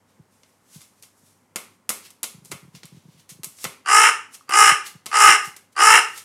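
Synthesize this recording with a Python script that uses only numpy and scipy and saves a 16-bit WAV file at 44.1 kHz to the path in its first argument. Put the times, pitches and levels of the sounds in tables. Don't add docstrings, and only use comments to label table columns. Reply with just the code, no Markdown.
import sys
import numpy as np
from scipy import signal
from scipy.io import wavfile
from scipy.ndimage import uniform_filter1d

SR = 44100
rng = np.random.default_rng(int(sys.argv[2]) if len(sys.argv) > 2 else 0)


def gain_from_decibels(decibels):
    exponent = np.asarray(decibels, float) / 20
    return 10 ** exponent


def output_pcm(signal):
    pcm = np.clip(np.atleast_2d(signal).T, -1, 1) * 32767
    wavfile.write(sys.argv[1], SR, np.round(pcm).astype(np.int16))


N = 275184

# onset in seconds, start of steady throbs in seconds, steady throb period in seconds, end in seconds.
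CAWS = [
    (3.858, 3.909, .0174, 4.101),
    (4.490, 4.534, .0172, 4.731),
    (5.112, 5.167, .0170, 5.366),
    (5.762, 5.800, .0169, 5.997),
]
# time in seconds, pitch in Hz, effort in dB.
EFFORT = [
    [(3.858, 382, -19), (3.875, 394, -10), (3.935, 412, 2.5), (3.98, 425, -2), (4.04, 435, -.5),
     (4.1, 430, -5)],
    [(4.49, 396, -20), (4.523, 399, -7), (4.56, 418, 0), (4.62, 414, -1), (4.685, 405, -1.5),
     (4.73, 395, -13)],
    [(5.114, 399, -17), (5.14, 401, -7), (5.2, 420, 1), (5.26, 414, 1.5), (5.31, 413, 0), (5.36, 408, -8)],
    [(5.762, 381, -15), (5.8, 402, -2), (5.84, 419, 1), (5.89, 428, .5), (5.94, 436, 0), (6.0, 419, -4)],
]


def rms_one(x):
    return x / np.sqrt(np.mean(x ** 2) + 1e-20)


def in_time(rows):
    s, *columns = np.transpose(rows)
    return [np.interp(np.arange(N) / SR, s, c) for c in columns]


def at_hz(points, hz):
    table_hz, values = np.array(points).T
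    return np.interp(np.log(hz), np.log(table_hz), values)


def passed(x, hz, kind, order=2):
    return signal.sosfilt(signal.butter(order, hz, kind, fs=SR, output="sos"), x + 1e-18)


def resonate(x, modes, order=1):
    out = 0
    for k, (hz, width, level_db) in enumerate(modes):
        r = np.exp(-np.pi * width / SR)
        numerator = [(1 - r * r) / 2, 0, (r * r - 1) / 2]
        denominator = [1, -2 * r * np.cos(2 * np.pi * hz / SR), r * r]
        y = x + 1e-18
        for _ in range(order):
            y = signal.lfilter(numerator, denominator, y)
        out = out + (-1) ** k * gain_from_decibels(level_db) * y
    return out


def wobble(rate):
    r = np.exp(-2 * np.pi * rate / SR)
    settled = signal.lfilter([1], [1, -2 * r, r * r], rng.standard_normal(N + 9000))[9000:]
    return rms_one(settled)


def bands(white, gain_at):
    edges = 25 * 2 ** np.arange(0, 9.6, .5)
    return sum(gain_at(np.sqrt(a * b)) * passed(white[k % 2], [a, b], "band")
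               for k, (a, b) in enumerate(zip(edges, edges[1:])))


def hush():
    # frequency in Hz, density in dB per Hz.
    hush_spectrum = [(24, -44), (40, -27), (87, -10), (220, 0.5), (412, -13), (479, -7), (733, -12.5),
                     (942, -8), (1150, -17.5), (1550, -11.5), (3140, -26), (9450, -24), (13800, -35),
                     (16000, -35)]
    hush_db, hum_hz, hum_db = -64, 99, -71.5
    air = rms_one(bands(rng.standard_normal((2, N)), lambda hz: gain_from_decibels(at_hz(hush_spectrum, hz))))
    hum = np.sin(2 * np.pi * hum_hz * np.arange(N) / SR)
    return gain_from_decibels(hush_db) * air + gain_from_decibels(hum_db + 2.2 * wobble(6.5)) * hum


def thumps():
    # time
    # in seconds, peak in dB.
    single_shifts = [(0.195, -38), (0.758, -36), (0.778, -46), (1.231, -56), (2.345, -38.5), (2.379, -45),
                     (2.458, -45), (2.498, -43), (2.679, -42), (2.843, -38), (2.968, -40), (3.052, -40),
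                     (3.084, -38.5), (3.184, -53), (3.316, -39), (3.352, -46), (3.392, -39), (3.466, -40.5),
                     (3.655, -34), (3.685, -47), (4.716, -31), (4.951, -39), (5.066, -49), (5.287, -34),
                     (5.472, -41), (5.935, -38)]
    # time in seconds, peak in dB.
    double_shifts = [(2.419, -44), (2.525, -34), (2.627, -38.5), (2.742, -39), (2.922, -37.5), (3.143, -48)]
    # frequency in Hz, width in Hz, level in dB.
    shell_modes = [(102.6, 64, -7.5), (156, 72, 0.5), (316, 120, -15), (430, 79, -20.5)]
    slip_s, slip_loss_db = .022, 3
    lag_cycles = 1.2
    second_slips = [(s + slip_s, db - slip_loss_db) for s, db in double_shifts]
    s, peak_db = np.transpose(single_shifts + double_shifts + second_slips)
    strengths = rng.standard_normal((len(s), len(shell_modes))).T
    out = 0
    for mode, spread in zip(shell_modes, strengths):
        push = np.zeros(N)
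        lag_s = lag_cycles * (1 / mode[0] - 1 / 170)
        push[np.round((s + lag_s) * SR).astype(int)] = gain_from_decibels(peak_db + 45 + 3.0 * spread)
        out = out + resonate(push, [mode], order=2)
    return passed(out, 35, "high")


def rustle():
    # peak time in seconds, peak in dB, seconds to swell by 20 dB,
    # seconds to fade by 20 dB, duller share in relative dB.
    brushes = [(0.094, -74, .05, .2, 3), (0.33, -69, .05, .3, -6), (0.5, -73, .1, .15, -2),
               (0.75, -51, .08, .09, -5), (0.818, -56, .03, .1, -8), (1.0, -68, .1, .03, -2),
               (1.03, -52, .011, .06, -8), (1.182, -66, .08, .2, -14), (1.264, -63.5, .05, .18, -5),
               (1.75, -71, .2, .06, -4), (2.06, -53.5, .05, .045, 7), (2.45, -59, .015, .3, -6),
               (2.76, -61, .025, .05, 11), (2.85, -72, .02, .1, 14), (2.97, -73, .08, .1, 8),
               (3.13, -74, .15, .1, 9), (3.2, -64, .04, .06, 5), (3.3, -43, .008, .05, -5),
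               (3.638, -42, .09, .011, -7), (4.346, -43, .03, .03, -6), (4.868, -41.5, .03, .06, 2),
               (5.456, -40.5, .04, .07, -8), (5.73, -59.5, .011, .015, -5), (6.1, -54, .1, .2, -12),
               (6.182, -43, .05, .05, 0)]
    feather_band = [5200, 11600]
    t, level, dull_level = np.arange(N) / SR, 0, 0
    for s, peak_db, swell_s, fade_s, dull_db in brushes:
        away = np.maximum((s - t) / swell_s, (t - s) / fade_s).clip(0, 10)
        stroke = gain_from_decibels(peak_db - 20 * away)
        level = level + stroke
        dull_level = dull_level + gain_from_decibels(dull_db) * stroke
    grain_size = np.minimum(rng.exponential(1, (2, N)), 5)
    grains = rng.standard_normal((2, N)) * gain_from_decibels(2.6 * grain_size + 0.5 * wobble(40))
    bright = rms_one(passed(grains[0], feather_band, "band"))
    dull = rms_one(resonate(grains[1], [(2591, 5100, 0)]))
    return gain_from_decibels(2) * (level * bright + dull_level * dull)


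def taps():
    # time in seconds, peak in dB, low knock in relative dB, bright tip in relative dB.
    steps = [(1.5589, -9, -18, -8.5), (1.8921, -6.5, -25.5, -4), (1.9018, -17.5, -9.5, -1.5),
             (2.231, -13, -43, -1), (2.2313, -18.5, -17, -5), (2.2404, -8.5, -26, -14),
             (2.5162, -13.5, -18.5, -10.5), (2.5234, -23, -13, -14), (3.4334, -19, -24, -7.5),
             (3.4436, -19.5, -25, 0), (3.6421, -8, -24, -9), (3.6496, -11, -15, -30),
             (4.4935, -22, -14, -6), (5.0589, -19.5, -20, -7.5), (5.0634, -11.5, -23.5, -16.5)]
    # time in seconds,
    # peak in dB, bright tip in relative dB.
    ticks = [(0.4339, -33, -34), (0.8074, -32, -21), (0.816, -28.5, -16), (1.0251, -32.5, -6),
             (1.0334, -29, -18), (2.1046, -30, -7), (2.4488, -35, -5), (2.4565, -35, -3), (2.5128, -31, -8),
             (2.7501, -25, -35.5), (2.8325, -23, -45), (2.8549, -32, -4), (3.2924, -27, -10),
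             (3.5867, -28.5, -17), (4.3425, -33, -14.5), (4.3504, -24, -15), (4.8678, -21, -13.5),
             (5.5643, -24, -8), (6.1764, -24.5, -5)]
    # frequency in Hz, width in Hz, level in dB.
    board_modes = [(170, 20, -7), (380, 340, -0.5), (620, 180, 2.5), (1026, 700, 0.5), (1400, 210, 5),
                   (2050, 350, 0.5)]
    tick_knock_db, step_scatter_s, tick_scatter_s = -26, .0055, .005
    low_hz, split_hz, top_hz = 2200, 7000, 12500
    claw, tip, knock = np.zeros((3, 2, N))
    t = np.arange(round(.04 * SR)) / SR
    rows = [(*row, step_scatter_s) for row in steps]
    rows += [(s, db, tick_knock_db, tip_db, tick_scatter_s) for s, db, tip_db in ticks]
    shape = len(rows), len(t)
    grit = rng.standard_normal(shape) * rng.exponential(1, shape)
    for (s, peak_db, low_db, tip_db, scatter), contacts in zip(rows, grit):
        hit = [.14, 0] * (contacts * np.exp(-t / max(scatter, 3e-4)))[:, None]
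        hit[0] = 1, np.sqrt(1 + np.sum(hit ** 2))
        at = round(s * SR)
        span = slice(at, at + len(t))
        claw[:, span] += gain_from_decibels(peak_db) * hit.T
        tip[:, span] += gain_from_decibels(peak_db + tip_db) * hit.T
        knock[:, span] += gain_from_decibels(peak_db + low_db) * np.abs(hit.T)
    click = gain_from_decibels(2) * passed(claw, [low_hz, split_hz], "band")
    click = click - gain_from_decibels(13) * passed(tip, [split_hz, top_hz], "band")
    return click + gain_from_decibels(27) * passed(resonate(knock, board_modes), 110, "high")


def clucks():
    # time in seconds, peak in dB.
    cluck_times = [
        (4.4094, -43.5),
    ]
    puffs = np.zeros(N)
    for s, peak_db in cluck_times:
        puffs[round(s * SR)] = gain_from_decibels(peak_db + 38.5)
    return resonate(puffs, [(1200, 250, 0)], order=2)


def throbs():
    quick_throb_s, jitter_s, spread_db = .0135, .0006, 1.2
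    leak_s, leak_db = .014, -44
    base_rasp_db, rasp_fade_db = -11, -5
    rasp_full_db = -.5
    progress, gain, rasp, opened = np.zeros((4, N))
    for (onset, steady, period, end), rows in zip(CAWS, EFFORT):
        quick = np.linspace(onset, steady, round((steady - onset) / quick_throb_s), endpoint=False)
        s = np.concatenate([[onset - leak_s], quick, np.arange(steady, end - period / 2, period)])
        chance = rng.standard_normal((24, 2))[:len(s)]
        effort_s, _, effort_db = np.transpose(rows)
        peak_db = np.interp(s, effort_s, effort_db) + spread_db * chance[:, 0]
        peak_db[0] = leak_db
        rasp_db = base_rasp_db + rasp_fade_db * ((s - onset) / (end - onset)) ** 4
        starts = s + jitter_s * chance[:, 1] * (s > onset)
        edges = np.round(np.append(starts, end) * SR).astype(int)
        for level_db, rel_db, a, b in zip(peak_db, rasp_db, edges, edges[1:]):
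            progress[a:b] = np.linspace(0, 1, b - a, endpoint=False)
            gain[a:b] = gain_from_decibels(level_db)
            rasp[a:b] = gain_from_decibels(min(level_db, rasp_full_db) + rel_db)
        since_s = np.arange(edges[-1] - edges[0]) / SR
        opened[edges[0]:edges[-1]] = np.minimum(since_s / 0.12, 1)
    return progress, gain, rasp, opened


def caws():
    # frequency in Hz, width in Hz, level in dB.
    throat_modes = [(330, 43, -19.5), (425, 120, -31), (537, 180, -24), (727, 170, -18), (975, 243, -10.5),
                    (1210, 258, -6.5), (1511, 210, -9.5)]
    beak_modes = [(1721, 660, -7.5), (2186, 255, -13.5), (2319, 150, -12), (2809, 496, -10),
                  (3970, 720, -29.5)]
    rasp_modes = [(5780, 530, -9), (7190, 1470, -6), (7810, 360, -5.5), (8690, 1700, -5.5),
                  (10600, 1800, -20.5)]
    air_modes = [(10500, 1300, -14), (12440, 740, -26), (13600, 2100, -22.5)]
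    # seconds after onset, roughness 0-1, beak opening in dB.
    hoarse = [
        (0, .7, 1),
        (.045, .6, 1.5),
        (.075, .2, -5),
        (.14, .25, -3),
        (.19, .45, 3),
        (.245, .8, 4),
    ]
    gap_centres_hz, gap_width_hz = (4750, 5120, 5280), 400
    hz, _ = in_time(sum(EFFORT, []))
    rough, beak_db = in_time([(caw[0] + s, rough, db) for caw in CAWS for s, rough, db in hoarse])
    rough = np.clip(rough, 0, 1)
    progress, gain, rasp, opened = throbs()

    smooth = round(.001 * SR)
    lean, narrow = 0.66 + 0.23 * opened, 2.6 - 1.55 * opened
    bump = np.sin(np.pi * progress ** lean) ** narrow
    swell = uniform_filter1d(gain * (0.017 + np.tanh(1.19 * bump)), smooth)
    slap = np.exp(-((progress - .16) / 0.14) ** 2)
    burst = uniform_filter1d(rasp * (0.31 + 0.28 * np.sin(np.pi * progress) + 0.53 * slap), smooth)

    sagging = 1 + .12 * (.55 - progress) + .045 * rough * wobble(120)
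    turns = np.cumsum(hz * sagging / SR)
    fresh = np.diff(progress, prepend=0) < 0
    cycle = turns - np.maximum.accumulate(turns * fresh)
    closes = np.diff(np.floor(cycle), prepend=0) != 0
    snaps = rms_one(closes * gain_from_decibels(2.5 * rough * wobble(300)))
    gate = np.exp(-(cycle % 1) / 0.46)
    breath = rng.standard_normal((2, N)) * gate
    puff = rms_one(breath[0])

    throat = resonate(swell * (snaps + .75 * rough * puff), throat_modes, order=2)
    mixed = np.sqrt(1 - rough) * snaps + 1.04 * np.sqrt(rough) * puff
    beak = resonate(swell * mixed, beak_modes, order=2)
    voice = passed(throat + gain_from_decibels(beak_db) * (0.4 + 0.32 * opened) * beak, 275, "high", order=4)
    span = round(.016 * SR)
    wanted = uniform_filter1d(swell ** 2, span).clip(0)
    voice *= np.sqrt(wanted / (uniform_filter1d(voice ** 2, span) + 1e-7))

    rush = burst * (.4 * snaps + rms_one(breath[1]))
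    hiss = resonate((0.38 + 1.05 * opened) * rush, rasp_modes, order=2)
    for k, gap_hz in enumerate(gap_centres_hz):
        share = np.clip(1 - np.abs(2 * opened - k), 0, 1)
        hiss = hiss - gain_from_decibels(2.5) * resonate(share * rush, [(gap_hz, gap_width_hz, 0)], order=2)
    air = resonate(opened * gain ** 0.8 * burst * puff, air_modes, order=2)
    return gain_from_decibels(-7.3) * voice + gain_from_decibels(8) * hiss - gain_from_decibels(10) * air


def hall(x):
    # frequency in Hz, time to decay by 60 dB in seconds.
    decay_times = [(200, 0.65), (530, 0.33), (1390, 0.35), (3680, 0.36), (9700, 0.29)]
    t = np.arange(round(.6 * SR)) / SR
    tail = bands(rng.standard_normal((2, len(t))), lambda hz: gain_from_decibels(-60 * t / at_hz(decay_times, hz)))
    tail *= np.clip((t - .001) / 0.0075, 0, 1)
    return signal.fftconvolve(x, tail / np.sqrt(np.sum(tail ** 2)))[:N]


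def scene():
    far = caws() + clucks()
    floor, floor_clicks = taps()
    near = rustle()
    wet = hall(gain_from_decibels(-6.5) * far + gain_from_decibels(-6.0) * floor_clicks + gain_from_decibels(-8.5) * near)
    return (far + floor + near + wet + thumps() + hush())[None]


def low_pass(x):
    return signal.sosfilt(signal.butter(12, 16450, fs=SR, output="sos"), x)


def record(dry):
    x = dry + gain_from_decibels(-52) * passed(dry ** 2, [45, 250], "band")
    x = x / (1 + np.abs(x / .97) ** 5) ** (1 / 5)
    mix = passed(passed(x, 38, "high"), 15650, "low", order=8)
    return low_pass(mix)


dry = scene()
out = record(dry)
output_pcm(out)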